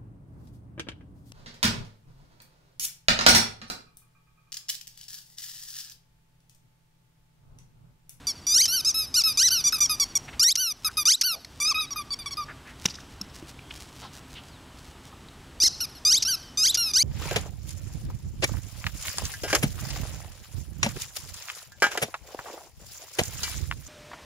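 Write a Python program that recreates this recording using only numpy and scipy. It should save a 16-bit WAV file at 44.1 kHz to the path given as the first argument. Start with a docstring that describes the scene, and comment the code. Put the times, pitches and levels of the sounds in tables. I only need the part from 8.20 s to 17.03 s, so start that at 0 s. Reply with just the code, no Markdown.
"""Dog with a squeaky toy on a lawn

A dog runs about a lawn, chewing a rubber toy; it drops the toy, chases it and picks it up again.
Bites drive air out through a reed, which leaps to higher registers under a hard bite; the toy squeaks
again as it refills. Thuds are damped sines with a click, scuffs and grass are shaped noise; faint whistles
and ringing tones are sines. Fence and walls echo the toy and the knocks, over outdoor noise, hum and whine."""
import sys
import numpy as np
from scipy import signal
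from scipy.fft import rfft, irfft, next_fast_len
from scipy.io import wavfile

SR = 44100
rng = np.random.default_rng(int(sys.argv[2]) if len(sys.argv) > 2 else 0)


def materialize(psi):
    """Save the field psi as 16-bit PCM at rate SR to the path in sys.argv[1].

    A 1-D psi becomes a single channel; in a 2-D psi each row is a channel.
    """
    bounded = np.clip(np.atleast_2d(psi).T, -1, 1)
    quanta = np.round(bounded * 32767).astype(np.int16)
    wavfile.write(sys.argv[1], SR, quanta)


N = 389403
TIME = np.arange(N) / SR
EDGE_HZ = 15800  # upper band limit
JITTER = .003  # fast pitch roughness of a bite, rms share of pitch before strain raises it

# colour of the squeaker while air flows out: partial_hz [Hz], gain_db [dB]
OUT_COLOUR = [(1200, -30), (2300, -23), (3400, -18.5), (4400, -10.5), (5200, 1), (5900, -4), (6800, -15),
              (8200, -22.5), (10000, -22.5), (11800, -22.5), (13200, -31.5), (15000, -57)]


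def from_db(db):
    """Turns decibels into an amplitude factor."""
    return 10 ** (np.asarray(db) / 20)


def unit(x):
    """Scales to rms 1."""
    return x / np.sqrt(np.mean(x ** 2) + 1e-20)


def at_hz(points, hz):
    """Reads a spectrum on a log-frequency axis."""
    f, db = np.transpose(points)
    return np.interp(np.log(hz + 1), np.log(f + 1), db)


def at_time(rows, t):
    """Reads every column of a curve table at the times t."""
    s, *columns = np.transpose(rows)
    return [np.interp(t, s, column) for column in columns]


def add(mix, s, sound):
    """Lays a sound into the mix at s seconds."""
    part = mix[max(round(s * SR), 0):][:len(sound)]
    part += sound[:len(part)]


def noise(size, shape):
    """Noise of rms about 1 whose amplitude spectrum follows shape(Hz)."""
    hz = np.fft.rfftfreq(next_fast_len(2 * size + 4096, True), 1 / SR)
    white = rng.standard_normal(2 * len(hz) - 2)
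    return unit(irfft(rfft(white) * shape(hz)))[:size]


def wander(size, rate_hz):
    """Smooth chance of rms about 1."""
    return noise(size, lambda hz: np.exp(-(hz / rate_hz) ** 2))


def background(level_db=2, treble_db=-2):
    """Outdoor rumble and hiss are shaped noise; a faint low hum and a thin high whine are wavering sines."""
    # outdoor noise spectrum before the treble trim: noise_hz [Hz], density_db [dB per Hz]
    yard = [(12, -46.5), (20, -8.5), (70, -0.5), (196, -9.5), (266, -8.5), (519, -18), (932, -16),
            (2330, -22.5), (3000, -20.5), (5530, -26.5), (7950, -29.5), (11100, -34), (15500, -41.5)]
    # reference level, which dips around two hard bites: time_s [s], level_db [dB]
    yard_level = [(0, -49.5), (.6, -52.5), (2.19, -48), (2.25, -61), (2.5, -57.5), (2.65, -53.5),
                  (2.84, -52), (2.92, -63.5), (3.28, -54), (3.42, -51.5), (4.9, -50), (8.8, -50.5)]
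    # low hum, then one thin high whine: pitch_hz [Hz], level_db [dB against the reference level]
    steady_tones = [(67, -11), (135, -7.5), (262, -11), (7950, -20)]
    air = noise(N, lambda f: from_db(at_hz(yard, f) + treble_db * np.interp(f, [1000, 5000], [0, 1])))
    tones = np.zeros(N)
    for hz, db in steady_tones:
        wavering_hz = hz + 4 * wander(N, rate_hz=6.27)
        tones += from_db(db) * np.sin(2 * np.pi * np.cumsum(wavering_hz) / SR)
    reference_db, = at_time(yard_level, TIME)
    return (from_db(level_db) * air + tones) * from_db(reference_db)


def gate(t, opening=0.001, closing=0.004):
    """The reed starts abruptly and dies a little more slowly (ramps in s)."""
    return np.clip(np.minimum((t - t[0]) / opening, (t[-1] - t) / closing), 0, 1)


def reed(t, hz, colour, jitter, air_db, doubling=0, lean_db=0,
         flutter_db=2.1, shadow_flutter=0.17, air_treble_db=6):
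    """The reed chops air into harmonics; the squeaker's short pipe colours them and the rush of air alike."""
    # colour shifts as the dog turns and its mouth covers the squeaker:
    # time_s [s], low_partials_db [dB], treble_db [dB]
    facing = [(.4, -2, 2), (1.22, 1.5, 1.5), (1.36, -4, -2.5), (1.55, 6, 3), (2.25, 2.5, 2), (2.45, 0, 0),
              (2.66, 11, 6), (2.9, 5, 1), (3.09, 6, 1), (3.42, 15, 2.5), (3.6, 18, 0), (4, 19, 2.5),
              (4.2, 10, -5.5), (4.66, 13, -6), (7.44, -10, -2.5), (7.63, 1, 2), (7.92, -1, -1),
              (8.1, 4, -2), (8.44, 1, 1), (8.8, -1, -2.5)]
    # one low partial swells briefly while the dog faces away: time_s [s], partial_hz [Hz], swell_db [dB]
    swells = [(3.575, 2660, 18), (3.775, 1220, 10), (4.206, 1180, 20)]
    size = len(t)
    strain = np.clip(hz / 1250, 1, 1.7)  # a harder blow is higher and rougher
    rough_hz = hz * (1 + jitter * strain * wander(size, rate_hz=310))
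    phase = 2 * np.pi * np.cumsum(rough_hz) / SR
    low_db, treble_db = at_time(facing, t)
    # with the dog turned away, reflections outweigh the direct sound and each partial fades in and out more
    fading_db = flutter_db + shadow_flutter * np.maximum(low_db, 0)
    tone, power = np.zeros(size), np.zeros(size)
    for k in np.arange(.5, len(colour) + 2, .5):
        halfway = k % 1 > 0
        # alternating strong and weak swings add partials halfway between the harmonics
        share = doubling if halfway else 1
        if not np.any(share):
            continue
        f = k * hz
        db = at_hz(colour, f)
        db = db + low_db * at_hz([(1200, 1), (2500, 0.55), (4600, 0)], f)
        db = db + treble_db * np.interp(f, [6000, 8500], [0, 1])
        # the pipe's peak leans higher or lower
        db = db + lean_db * np.interp(f, [3000, 4600, 5900, 8000], [0, -1, 1, 0])
        for s, swell_hz, swell_db in swells:
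            nearness = np.exp(-((t - s) / 0.037) ** 2 - (np.log(f / swell_hz) / 0.48) ** 2)
            db = db + swell_db * nearness
        if halfway:
            share = share * np.minimum(f / 4800, 1) ** 2  # they need the pipe's resonance
        gain = share * from_db(db + fading_db * wander(size, rate_hz=40)) * (f < EDGE_HZ)
        lag = np.arctan((f - 5400) / 700)  # the phase turns across the pipe's resonance
        tone += gain * np.cos(k * phase - lag)
        power += gain ** 2 / 2

    def air_shape(f):
        return from_db(at_hz(colour, f) + air_treble_db * np.clip(f / SR * 8 - 1, 0, 1))

    # the rush of air pulses with the reed
    rush = noise(size, air_shape) * (1 + 0.46 * np.cos(phase))
    return tone / np.sqrt(power) + from_db(air_db) * strain ** 2 * rush


def squeak(row, colour, air_db, onset_hz, head_start, fall_bend, stall, stall_s, onset_db):
    """A gentle stroke: pitch and level follow one arch of pressure; pitch sags just before the reed stalls."""
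    full_swell_s = .022  # a stroke that rises at least this slowly starts softest
    shake_db, waver = 0.6, .002  # unsteady jaw: rms of level in dB, and of pitch as a share
    s, rise, fall, top_hz, last_hz, bend, db, fade_db, lean_db = row
    t = np.arange(0, rise + fall, 1 / SR)
    up, down = np.clip(t / rise, 0, 1), np.clip((t - rise) / fall, 0, 1)
    first_hz = onset_hz * (top_hz / onset_hz) ** head_start  # a stronger stroke starts a little higher
    arch_hz = first_hz + (top_hz - first_hz) * up ** bend + (last_hz - top_hz) * down ** fall_bend
    sag = stall * np.exp((t - t[-1]) / stall_s)
    hz = arch_hz * (1 - sag + waver * wander(len(t), rate_hz=45))
    soft_start_db = onset_db * min(rise / full_swell_s, 1) * (1 - up)
    level_db = db + soft_start_db + fade_db * down ** 2 + shake_db * wander(len(t), rate_hz=50)
    sound = reed(s + t, hz, colour, JITTER, air_db, lean_db=lean_db)
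    return s, gate(t) * from_db(level_db) * sound


def hard_bite(start, leaps, crest, release, crest_hz, last_hz, first_bend, later_bend,
              first_db, full_db, uneven_s):
    """Rising pressure bends pitch up within each register until the reed leaps on; then the jaw eases."""
    # the reed's registers, lowest first: entry_hz [Hz], highest_hz [Hz], leap_s [s, time the leap in takes]
    registers = [(1166, 1271, .002), (1366, 1645, .008), (1844, 2451, .002), (3009, None, .002)]
    top_register_db, release_db = -5, -6  # the thin top register and the release are weaker
    shake_db, half_db = 1.2, -6  # unsteady jaw pressure (rms); base share of the halfway partials
    t = np.arange(start, crest + release, 1 / SR)
    stages = [start, *leaps, crest]
    hz = np.full(len(t), float(registers[0][0]))
    for k, (entry_hz, exit_hz, leap_s) in enumerate(registers[:len(leaps) + 1]):
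        bend = later_bend if k else first_bend
        if k == len(leaps):  # the last register is climbed evenly to the crest
            exit_hz, bend = crest_hz, 1
        progress = np.interp(t, stages[k:k + 2], [0, 1]) ** bend
        climb = entry_hz + (exit_hz - entry_hz) * progress
        hz = hz + (climb - hz) * np.clip((t - stages[k]) / leap_s + .5, 0, 1)
    down = np.clip((t - crest) / release, 0, 1)
    hz = hz + (last_hz - crest_hz) * down ** 2
    grip = np.interp(t, stages[:2], [0, 1]) ** 2.5
    db = first_db + (full_db - first_db) * grip
    db = db + top_register_db * np.interp(hz, [2500, 3700], [0, 1]) + release_db * down ** 3
    db = db + shake_db * grip * wander(len(t), rate_hz=90)
    # the reed swings unevenly for a while after the last leap
    uneven = np.clip(np.minimum(t - leaps[-1], leaps[-1] + uneven_s - t) / 0.006, 0, 1)
    sound = reed(t, hz, OUT_COLOUR, JITTER, air_db=-32, doubling=from_db(half_db) * uneven)
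    return start, gate(t) * from_db(db) * sound


def chirp(s, length, db, first_hz, last_hz, throb=0.15, throb_hz=290):
    """The pressure collapses and the reed's pitch tumbles, stuttering as it goes."""
    t = np.arange(0, length, 1 / SR)
    u = t / length
    stutter = 1 - throb * np.cos(2 * np.pi * throb_hz * t)
    swell = np.minimum(u / 0.055, 1) * (1 - u) ** 0.61 * stutter
    hz = first_hz * (last_hz / first_hz) ** u
    return s, from_db(db) * swell * reed(s + t, hz, OUT_COLOUR, jitter=0.03, air_db=-18.5)


def toy():
    """Bites press air out through the reed, the springy rubber draws it back in, and sudden puffs chirp."""
    # soft bites press air out: start_s [s], rise_s [s], fall_s [s], top_hz [Hz], last_hz [Hz],
    # rise_bend [over 1 = late], level_db [dB], fade_db [dB], pipe_lean_db [dB]
    squeezes = [(0.069, 0.003, 0.05, 1181, 1068, 0.3, -24.1, -9, -3.0),
                (0.647, 0.028, 0.044, 1333, 1107, 0.8, -19.8, -8, 2.0),
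                (0.941, 0.033, 0.052, 1501, 1102, 1.5, -17.6, -7, -2.0),
                (1.44, 0.032, 0.028, 1202, 1115, 1.2, -18.0, -11, 6.0),
                (1.604, 0.011, 0.052, 1202, 1107, 1.1, -18.6, -6, 5.0),
                (1.798, 0.003, 0.044, 1160, 1106, 0.3, -20.1, -5, -1.0),
                (1.953, 0.007, 0.021, 1160, 1078, 0.3, -18.4, -8, 8.0),
                (3.401, 0.096, 0.033, 1332, 1081, 2.1, -21.1, -10, -1.0),
                (3.706, 0.019, 0.016, 1157, 1087, 0.4, -30.7, -12, 2.0),
                (3.905, 0.02, 0.023, 1167, 1111, 1.5, -28.4, -2, -9.0),
                (4.059, 0.003, 0.036, 1155, 1071, 0.4, -30.3, -19, -5.0),
                (4.108, 0.022, 0.016, 1125, 1051, 0.3, -33.6, -8, -6.0)]
    # the toy springs back and draws air in: start_s [s], rise_s [s], fall_s [s], top_hz [Hz], last_hz [Hz],
    # rise_bend [over 1 = late], level_db [dB], fade_db [dB], pipe_lean_db [dB]
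    refills = [(0.479, 0.068, 0.068, 1557, 1202, 1.0, -23.8, -6, 0.0),
               (0.743, 0.043, 0.074, 1309, 1167, 0.3, -23.5, -17, 1.0),
               (1.037, 0.011, 0.083, 1316, 1184, 1.3, -19.6, -13, 0.0),
               (1.305, 0.018, 0.095, 1543, 1138, 1.1, -21.3, -9, -1.0),
               (1.523, 0.013, 0.039, 1304, 1203, 0.8, -22.9, -10, 1.0),
               (1.582, 0.003, 0.013, 1213, 1190, 1.1, -33.5, -1, 7.0),
               (1.695, 0.006, 0.059, 1257, 1148, 0.8, -22.2, -17, 0.0),
               (2.372, 0.034, 0.122, 1542, 1150, 0.8, -24.2, -6, 2.0),
               (2.646, 0.005, 0.038, 1297, 1170, 0.8, -21.9, -9, 2.0),
               (2.77, 0.015, 0.05, 1252, 1130, 0.3, -22.5, -13, 1.0),
               (3.034, 0.019, 0.102, 1553, 1150, 1.0, -23.5, -10, -1.0),
               (3.544, 0.049, 0.067, 1284, 1126, 3.0, -24.8, -19, -1.0),
               (3.759, 0.03, 0.039, 1214, 1114, 1.8, -31.1, -14, 1.0),
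               (3.989, 0.005, 0.042, 1200, 1130, 0.4, -37.4, -9, -5.0),
               (4.17, 0.022, 0.056, 1221, 1109, 0.7, -29.9, -15, -6.0),
               (7.604, 0.007, 0.047, 1479, 1163, 3.0, -26.6, -7, 0.0),
               (7.75, 0.003, 0.037, 1473, 1257, 1.0, -48.0, -1, -6.0),
               (8.05, 0.04, 0.068, 1599, 1253, 1.9, -24.0, -3, 2.0),
               (8.572, 0.006, 0.142, 1442, 1189, 0.6, -23.6, -9, 1.0)]
    # hard bites drive the reed up its registers: start_s [s], leap_times_s [s], crest_s [s], release_s [s],
    # crest_hz [Hz], last_hz [Hz], first_bend, later_bend [over 1 = late climb],
    # first_db [dB], full_db [dB], uneven_s [s, uneven swinging after the last leap]
    hard_bites = [ (0.267, (0.349, 0.386, 0.422), 0.436, .02, 3170, 2750, 2.3, 2, -23, -17, .028),
                  (1.173, (1.196, 1.23), 1.258, .037, 2048, 1150, 1.2, 1.2, -20, -17.7, 0),
                  (2.195, (2.212, 2.243, 2.304), 2.328, .002, 4100, 4000, 1.4, 3, -18, -18, .014),
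                  (2.854, (2.88, 2.902, 2.923), 2.955, .003, 4090, 4000, 1.4, 1.4, -18, -16.3, .02),
                  (7.401, (7.423, 7.437), 7.453, .034, 2170, 1120, 1.8, 1.8, -22.5, -17, .034),
                  (7.85, (7.901, 7.929, 7.956), 7.987, .002, 4080, 4200, .7, 1.6, -17.7, -17.3, .015),
                  (8.373, (8.433, 8.459, 8.476), 8.514, .002, 4158, 4100, .3, 1.3, -23, -18.5, .017),
                  (8.735, (8.757, 8.783, 8.825), 8.83, .002, 3110, 3100, .6, 1.1, -23, -18.7, .005), ]
    # sudden puffs, as the jaw lets go or the toy is knocked:
    # start_s [s], length_s [s], level_db [dB], first_hz [Hz], last_hz [Hz]
    chirps = [(0.454, .014, -17.5, 2750, 1060), (2.3545, 0.012, -18.5, 3610, 1020),
              (3.0113, 0.017, -16, 3380, 1020), (3.247, 0.006, -35, 2480, 1540),
              (4.6565, 0.0086, -15.5, 3050, 1550), (5.013, .008, -27, 1390, 1200),
              (8.023, 0.019, -19, 3230, 1130), (8.5436, 0.02, -17, 3190, 1097)]
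    # colour of the squeaker while air flows in: partial_hz [Hz], gain_db [dB]
    in_colour = [(1200, -24.5), (2600, -17.5), (3600, -14), (4600, -7.5), (5400, 2), (6100, -11),
                 (6700, -25.5), (7600, -37), (9000, -23.5), (10800, -14.5), (12000, -14.5), (13400, -27),
                 (15000, -52)]
    out = np.zeros(N)
    for row in squeezes:
        add(out, *squeak(row, OUT_COLOUR, air_db=-29.5, onset_hz=1136, head_start=.15, fall_bend=1.36,
                         stall=.057, stall_s=.0075, onset_db=-4.5))
    for row in hard_bites:
        add(out, *hard_bite(*row))
    for row in refills:
        add(out, *squeak(row, in_colour, air_db=-26.5, onset_hz=1242, head_start=.28, fall_bend=1.22,
                         stall=.059, stall_s=.003, onset_db=-2.3))
    for row in chirps:
        add(out, *chirp(*row))
    return out


def echoes(x, scatter_db=-23, t60=1.0, smear=0.002, dull_hz=8000):
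    """Slightly smeared, duller echoes from fence and walls, and a thin scattered tail."""
    # echoes before dulling: delay_s [s], level_db [dB]
    reflections = [(.028, -19), (.084, -22.5), (.146, -27)]
    t = np.arange(SR * 3 // 4) / SR
    tail = rng.standard_normal(len(t)) * from_db(-60 * t / t60) * (t > .005)
    response = from_db(scatter_db) * tail / np.linalg.norm(tail)
    for delay, db in reflections:
        patch = rng.standard_normal(len(t)) * np.exp(-t / smear)
        add(response, delay, from_db(db) * patch / np.linalg.norm(patch))
    dulled = signal.lfilter(*signal.butter(1, dull_hz, fs=SR), response)
    return signal.fftconvolve(x, dulled)[:N]


def knocks():
    """Thuds are a click and a damped low swing; scuffs are short bursts of friction."""
    # dull blows of toy and paws on the turf:
    # start_s [s], level_db [dB], pitch_hz [Hz], t60_s [s], click_db [dB]
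    thuds = [(4.654, -24.5, 350, .025, -24.5), (4.656, -19, 177, 0.039, -24), (5.01, -34, 200, 0.12, -43),
             (5.226, -33.5, 322, 0.061, -36), (7.436, -28.5, 313, 0.024, -48.5)]
    # scuffs, taps and puffs of paws, mouth and toy:
    # start_s [s], length_s [s], level_db [dB], centre_hz [Hz], width_hz [Hz]
    scuffs = [(1.528, 0.0092, -31, 1530, 282), (2.078, 0.031, -43.5, 2140, 1810),
              (2.125, 0.036, -48, 2090, 2020), (2.66, 0.072, -47.5, 1400, 500),
              (3.124, 0.099, -53, 650, 300), (4.28, .06, -44, 1650, 1200), (4.45, .1, -51, 1900, 1400),
              (4.654, .012, -25, 3150, 1300), (4.695, .03, -41, 5200, 2200),
              (4.751, 0.016, -43, 5000, 2500), (4.784, 0.0083, -43, 1600, 400),
              (5.39, 0.0074, -47, 2690, 1200), (5.506, 0.014, -39, 2700, 1490),
              (5.815, 0.077, -47.5, 1030, 800), (5.81, 0.099, -51.5, 3900, 2580),
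              (6.148, .07, -46.5, 3000, 1620), (6.925, 0.024, -46.5, 940, 300),
              (7.085, .008, -49, 3800, 1200), (7.987, .05, -46, 3750, 700), (8.511, 0.076, -41, 3530, 600)]
    out, t = np.zeros(N), np.arange(SR // 5) / SR
    for s, db, hz, t60, click_db in thuds:
        burst = noise(len(t), lambda f: 1 / (1 + (f / 2200) ** 2))
        click = burst * from_db(click_db - 60 * t / 0.0073)
        swing = from_db(db - 60 * t / t60) * np.sin(2 * np.pi * hz * t)
        add(out, s, click + swing)
    for s, length, db, hz, width in scuffs:
        u = np.linspace(0, 1, int(length * SR))
        rub = noise(len(u), lambda f: 1 / (1 + (2 * (f - hz) / width) ** 2))
        add(out, s, from_db(db) * rub * unit(u * (1 - u) ** 2))
    return out


def grass(level_db=1.0, grain_db=4.5, blades_per_s=2200, clump_db=2.5):
    """Each stride flicks many blades, in uneven clumps: random clicks, coloured and swelled."""
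    # colour of brushed grass: noise_hz [Hz], density_db [dB per Hz]
    grass_colour = [(1000, -6.5), (2500, -3), (5500, -0.5), (10000, -9), (15500, -17.5)]
    # strides swishing through the grass: start_s [s], length_s [s], level_db [dB before the common lift]
    swishes = [(2.59, .07, -53), (2.7, .06, -52), (3.29, .12, -57), (4.46, .06, -54), (4.57, .17, -50),
               (4.76, .08, -55), (4.89, .06, -57), (5.125, .1, -49), (5.25, .09, -50), (5.48, .25, -49),
               (5.72, .15, -49), (5.9, .11, -51), (6.06, .12, -52), (6.21, .1, -56), (6.53, .22, -56),
               (6.82, .08, -56)]
    hits = rng.random(N) < blades_per_s / SR
    strength = from_db(grain_db * np.minimum(rng.exponential(1, N), 4))
    flicks = hits * rng.standard_normal(N) * strength
    colour_gain = from_db(at_hz(grass_colour, np.fft.rfftfreq(N, 1 / SR)))
    swish = unit(irfft(rfft(flicks) * colour_gain, N))
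    push = np.zeros(N)
    for s, length, db in swishes:
        add(push, s, from_db(db + level_db) * np.sin(np.linspace(0, np.pi, int(length * SR))))
    return swish * push * from_db(clump_db * wander(N, rate_hz=16))


def thin_tones(waver=.012):
    """Faint thin whistles and ringing tones, each a sine of wavering, steady or gliding pitch."""
    # faint tones: start_s [s], length_s [s], first_hz [Hz], last_hz [Hz], level_db [dB, rms of the swell]
    tone_rows = [(5.41, .2, 3300, 3250, -60), (6.28, .11, 5200, 3200, -59), (7.515, .09, 4250, 4350, -53),
                 (8.2, .16, 3100, 3000, -56)]
    out = np.zeros(N)
    for s, length, first_hz, last_hz, db in tone_rows:
        u = np.linspace(0, 1, int(length * SR))
        hz = (first_hz + (last_hz - first_hz) * u) * (1 + waver * wander(len(u), rate_hz=120))
        swell = from_db(db) * unit(np.sqrt(u * (1 - u)))
        add(out, s, swell * np.sin(2 * np.pi * np.cumsum(hz) / SR))
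    return out


def scene():
    """Mixes toy and knocks with their echoes, grass, thin tones and background, alike on both channels."""
    near = toy() + knocks()
    # drier when the dog is close (s, dB)
    wet_db, = at_time([(1.8, 0), (2.3, -11), (3.3, -4.5), (4.6, -0.5), (8.8, 0)], TIME)
    mono = near + from_db(wet_db) * echoes(near) + grass() + thin_tones() + background()
    return np.array([mono, mono])


def record(dry):
    """The recorder's band limit, a steep low-pass filter."""
    lowpass = signal.firwin(511, EDGE_HZ, window=("kaiser", 9), fs=SR)
    return signal.oaconvolve(dry, lowpass[None], "same")


dry = scene()
out = record(dry)
materialize(out)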